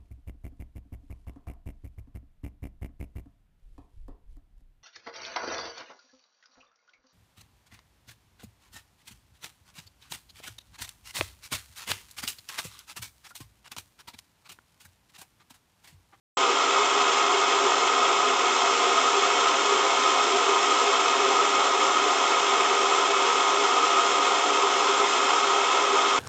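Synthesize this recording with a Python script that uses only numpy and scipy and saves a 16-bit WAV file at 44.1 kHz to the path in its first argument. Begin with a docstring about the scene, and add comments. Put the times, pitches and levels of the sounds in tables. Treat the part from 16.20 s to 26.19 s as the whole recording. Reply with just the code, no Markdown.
"""A small portable stove on a kitchen hob, close to a hand-held mono microphone.
The sound cuts in at 0.17 s with the stove already alight: its turbulent flame roars in the resonances
of burner, tin case and kitchen, fluttering about 75 times a second, while the vapour jet hisses and
sputters among nearby echoes. From then on the flame noise swells by chance in a low and a bright
resonance (the strongest swells at set times), and the hiss drifts, over a faint kitchen rumble."""
import sys
import numpy as np
from scipy import signal
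from scipy.fft import rfft, irfft, next_fast_len
from scipy.io import wavfile
from scipy.ndimage import uniform_filter1d, map_coordinates

SR = 44100
rng = np.random.default_rng(int(sys.argv[2]) if len(sys.argv) > 2 else 0)


def transcribe(signal):
    """Save signal, clipped to [-1, 1], as a 16-bit WAV file at the path in sys.argv[1]."""
    frames = np.atleast_2d(signal).T
    limited = np.clip(frames, -1, 1)
    pcm = np.round(limited * 32767).astype(np.int16)
    wavfile.write(sys.argv[1], SR, pcm)


N = 440559


def amp(db):
    """Decibels to gain."""
    return 10 ** (np.asarray(db) / 20)


def along(points, hz):
    """A curve of (Hz, value) points, read on a log frequency axis."""
    point_hz, values = np.transpose(points)
    return np.interp(np.log(hz + 1), np.log(point_hz + 1), values)


def wobble(rate):
    """A smooth random curve, rate knots a second."""
    knots = rng.standard_normal(int(N * rate / SR) + 4)
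    return map_coordinates(knots, [np.arange(N) * rate / SR])


def filtered(x, response):
    """x shaped by a gain that depends on frequency."""
    size = next_fast_len(N + SR // 2)
    return irfft(rfft(x, size) * response(np.fft.rfftfreq(size, 1 / SR)), size)[:N]


def resonances(modes, hz):
    """Summed power of steep-skirted peaks; each width is taken at half power."""
    skirt = 2 ** (1 / 4) - 1
    return sum(amp(db) ** 2 / (1 + skirt * (2 * (hz - centre) / width) ** 2) ** 4
               for centre, width, db in modes)


def steadied(x, seconds):
    """x with its chance swells slower than the given time evened out."""
    power = np.abs(uniform_filter1d(x ** 2, max(int(seconds * SR), 1)))
    return x * np.sqrt(power.mean() / (power + 1e-12))


def flutter(rate_hz, wander_hz):
    """The flame front pulses at a slightly unsteady rate."""
    return np.sin(2 * np.pi * np.cumsum(rate_hz + wander_hz * wobble(25)) / SR)


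def flame_roar(pulse, case_db, low_db, bright_db, flutter_db):
    """Turbulent burning drives the resonances; in two narrow ones its noise swells by chance."""
    # resonances of tin case and kitchen: pitch_hz, width_hz, level_db
    case_modes = [(196.4, 37, -32.5), (263.3, 24.8, -19), (306.4, 24.4, -15.5), (365.5, 18.3, -14),
                  (473.5, 16, -9), (534.3, 23, -11.5), (584, 16, -16), (623, 15.4, -15), (682.4, 26, -8),
                  (726, 13.8, -5), (783.6, 26, -10), (837, 67, -12), (889, 17, -10), (944.6, 31.6, -7),
                  (1021.5, 17.3, -4.5), (1059, 32.4, -8), (1120, 28.4, -7.5), (1180, 20, -6.5),
                  (1377, 73, -10), (1492, 14.8, -17), (1521, 15.0, -16), (1573, 16.5, -18)]
    # a low (404 Hz) and a bright (1250 Hz) resonance: pitch_hz, width_hz, level_db
    low_modes = [(404.2, 19.6, -3)]
    bright_modes = [(1244, 17.8, 0.5), (1276.6, 41.6, -4.5)]
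    # strongest chance swells of the flame noise in each, placed at set times: peak_s, rise_db, length_s
    low_chance_swells = [(.61, 7, .04), (.78, 5.5, .04), (1.16, 7.5, .04), (1.38, 8, .03), (1.46, 9, 0.056),
                         (2.07, 4.5, 0.046), (2.68, 6, 0.026), (2.99, 8, .06), (3.53, 9, 0.056),
                         (4.16, 8.5, 0.056), (4.3, 9.5, 0.055), (4.69, 8, .05), (5.05, 6.5, 0.16),
                         (5.23, 6, .03), (5.86, 6, .04), (6.31, 6, 0.037), (6.52, 8.5, .04), (6.92, 8, .04),
                         (7.43, 5.5, .12), (8.45, 8, .04), (8.7, 7.5, 0.043), (8.83, 8, .05),
                         (9.38, 4.5, .04), (9.74, 8.5, 0.063)]
    bright_chance_swells = [(1.84, 4, .05), (2.79, 5, 0.056), (2.89, 6, .04), (3.28, 3, .04),
                            (3.87, 5, .04), (4.52, 4, .05), (5.2, 6.5, 0.039), (5.78, 4, 0.033),
                            (7.62, 7.5, 0.048), (7.79, 6, .09), (8.02, 6, .04), (9.17, 6, 0.036),
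                            (9.79, 3.5, 0.054)]
    turbulence = rng.standard_normal(N) * amp(flutter_db * pulse)

    def driven(modes, steady_s):
        return steadied(filtered(turbulence, lambda hz: np.sqrt(resonances(modes, hz))), steady_s)

    case = driven(case_modes, steady_s=0.39)
    low = driven(low_modes, steady_s=0.042) * swelling(low_chance_swells, waver_db=2.5)
    bright = driven(bright_modes, steady_s=0.085) * swelling(bright_chance_swells, waver_db=1.5)
    return amp(case_db) * case + amp(low_db) * low + amp(bright_db) * bright


def vapour_jet(pulse, flutter_db, flicker_db, sputter_db, pops_per_s):
    """Escaping vapour hisses: pulsing, flickering noise with a fine sputter of tiny pops."""
    # peaks of the hiss: pitch_hz, width_hz, level_db
    peaks = [(1664, 133.3, -22), (1856, 32, -18), (1928, 54.5, -17.0), (2154, 176, -16.5),
             (2210, 30, -16.5), (2354, 170, -21.5), (2568, 95, -15.5), (2610, 98.5, -18.5),
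             (2832, 110, -18), (2984, 21, -18.5), (3183, 364, -17), (3526, 326, -19), (4116, 259.1, -25.5),
             (5157, 190, -23.5), (5510, 155, -22), (6000, 170.6, -25), (6450, 507.0, -26.5),
             (7365, 196.8, -22)]
    # smooth hiss under those peaks: frequency_hz, density_db
    bed = [(100.0, -54), (700.0, -32.5), (1300.0, -28.5), (1600.0, -26), (2500.0, -26), (3600.0, -27.5),
           (4400.0, -28), (5500.0, -28.5), (6800.0, -28), (7500.0, -26.5)]
    pops = (rng.random(N) < pops_per_s / SR) * rng.uniform(-1, 1, N)
    flow = rng.standard_normal(N) + amp(sputter_db) * pops
    flow *= amp(flutter_db * pulse + flicker_db * wobble(120))
    return filtered(flow, lambda hz: np.sqrt(resonances(peaks, hz) + amp(along(bed, hz)) ** 2))


def kitchen_rumble(level_db, waver_db):
    """The room tone: faint low noise with an uneven level."""
    # rumble spectrum: frequency_hz, density_db
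    spectrum = [(20, -51), (55, -52.5), (110, -46.5), (180, -51.5), (400, -78.5)]
    rumble = filtered(rng.standard_normal(N), lambda hz: amp(along(spectrum, hz)))
    return rumble * amp(level_db + waver_db * wobble(6))


def kitchen_echoes(x, echo_db, sway, room_db, t60_s):
    """Near surfaces comb the hiss, shifting as the microphone sways; the kitchen adds a short tail."""
    # short echoes from case, hob and walls: delay_ms, signed_gain
    echoes = [(3.62, -0.048), (3.996, 0.058), (4.132, 0.067), (4.284, 0.054), (5.132, 0.04), (7.524, 0.053),
              (8.356, -0.046), (8.584, -0.053), (9.588, -0.044), (18.264, 0.039)]
    near = np.zeros(N)
    for delay_ms, gain in echoes:
        delayed = np.pad(x, (round(delay_ms * SR / 1000), 0))[:N]
        near += (gain + sway * wobble(0.6)) * delayed
    t = np.arange(SR // 3) / SR
    tail = rng.standard_normal(len(t)) * np.exp(-np.log(1000) * t / t60_s)
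    room = signal.fftconvolve(x, tail / np.linalg.norm(tail))[:N]
    return x + amp(echo_db) * near + amp(room_db) * room


def microphone_drift(hiss, split_hz):
    """Body and treble of the hiss drift slowly in level as the microphone moves."""
    # levels below and above the split, each used around its own mean: time_s, body_db, treble_db
    drift = [(0.2, -29.2, -33.3), (1.2, -29, -33), (2.2, -29.5, -33.5), (2.5, -29, -32),
             (3.2, -28.5, -32.6), (4.3, -29, -32.5), (5.2, -29, -33), (6.2, -29.5, -33.4),
             (7.3, -29.5, -33.2), (8.0, -29.4, -33.4), (9.3, -29.5, -33.3), (9.65, -29.5, -34.5),
             (10, -29.4, -33.5)]
    time_s, *levels = np.transpose(drift)
    t = np.arange(N) / SR
    body_gain, treble_gain = [amp(np.interp(t, time_s, db - db.mean())) for db in levels]
    treble = filtered(hiss, lambda hz: hz > split_hz)
    return body_gain * (hiss - treble) + treble_gain * treble


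def swelling(swells, waver_db):
    """Gain of narrow-band noise: bell-shaped swells at set times, a smaller random waver between."""
    t = np.arange(N) / SR
    bells = [np.exp(-np.log(2) * (2 * (t - peak_s) / length_s) ** 2) for peak_s, _, length_s in swells]
    rise_db = sum(db * bell for (_, db, _), bell in zip(swells, bells))
    between = np.clip(1 - sum(bells), 0, 1)
    return amp(rise_db + waver_db * between * np.minimum(wobble(18), 1))


def scene():
    """Close to the hob, roar and hiss share one flutter, over the rumble of the kitchen."""
    pulse = flutter(rate_hz=75.5, wander_hz=3.14)
    roar = flame_roar(pulse, case_db=-0.7, low_db=-1.9, bright_db=-1.4, flutter_db=1.0)
    hiss = vapour_jet(pulse, flutter_db=1.0, flicker_db=0.68, sputter_db=12.5, pops_per_s=220)
    hiss = amp(-1.47) * microphone_drift(hiss, split_hz=4000)
    rumble = kitchen_rumble(level_db=-1.0, waver_db=1.8)
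    hiss = kitchen_echoes(hiss, echo_db=1.5, sway=0.028, room_db=-13.5, t60_s=0.22)
    return (roar + hiss + rumble)[None]


def record(dry):
    """The recorder opens within a millisecond and loses the highest treble."""
    # the recorder's treble response: frequency_hz, gain_db
    treble = [(7450, 0), (7700, -4), (7900, -13), (8000, -27), (8100, -21.5), (8350, -9.5), (8600, -16),
              (8780, -22.5), (8900, -29), (9050, -48)]
    start_s, cutoff_hz = 0.1705, 9050
    opened = np.clip((np.arange(N) / SR - start_s) * 1000, 0, 1)
    return filtered(dry[0] * opened, lambda hz: amp(along(treble, hz)) * (hz < cutoff_hz))[None]


dry = scene()
out = record(dry)
transcribe(out)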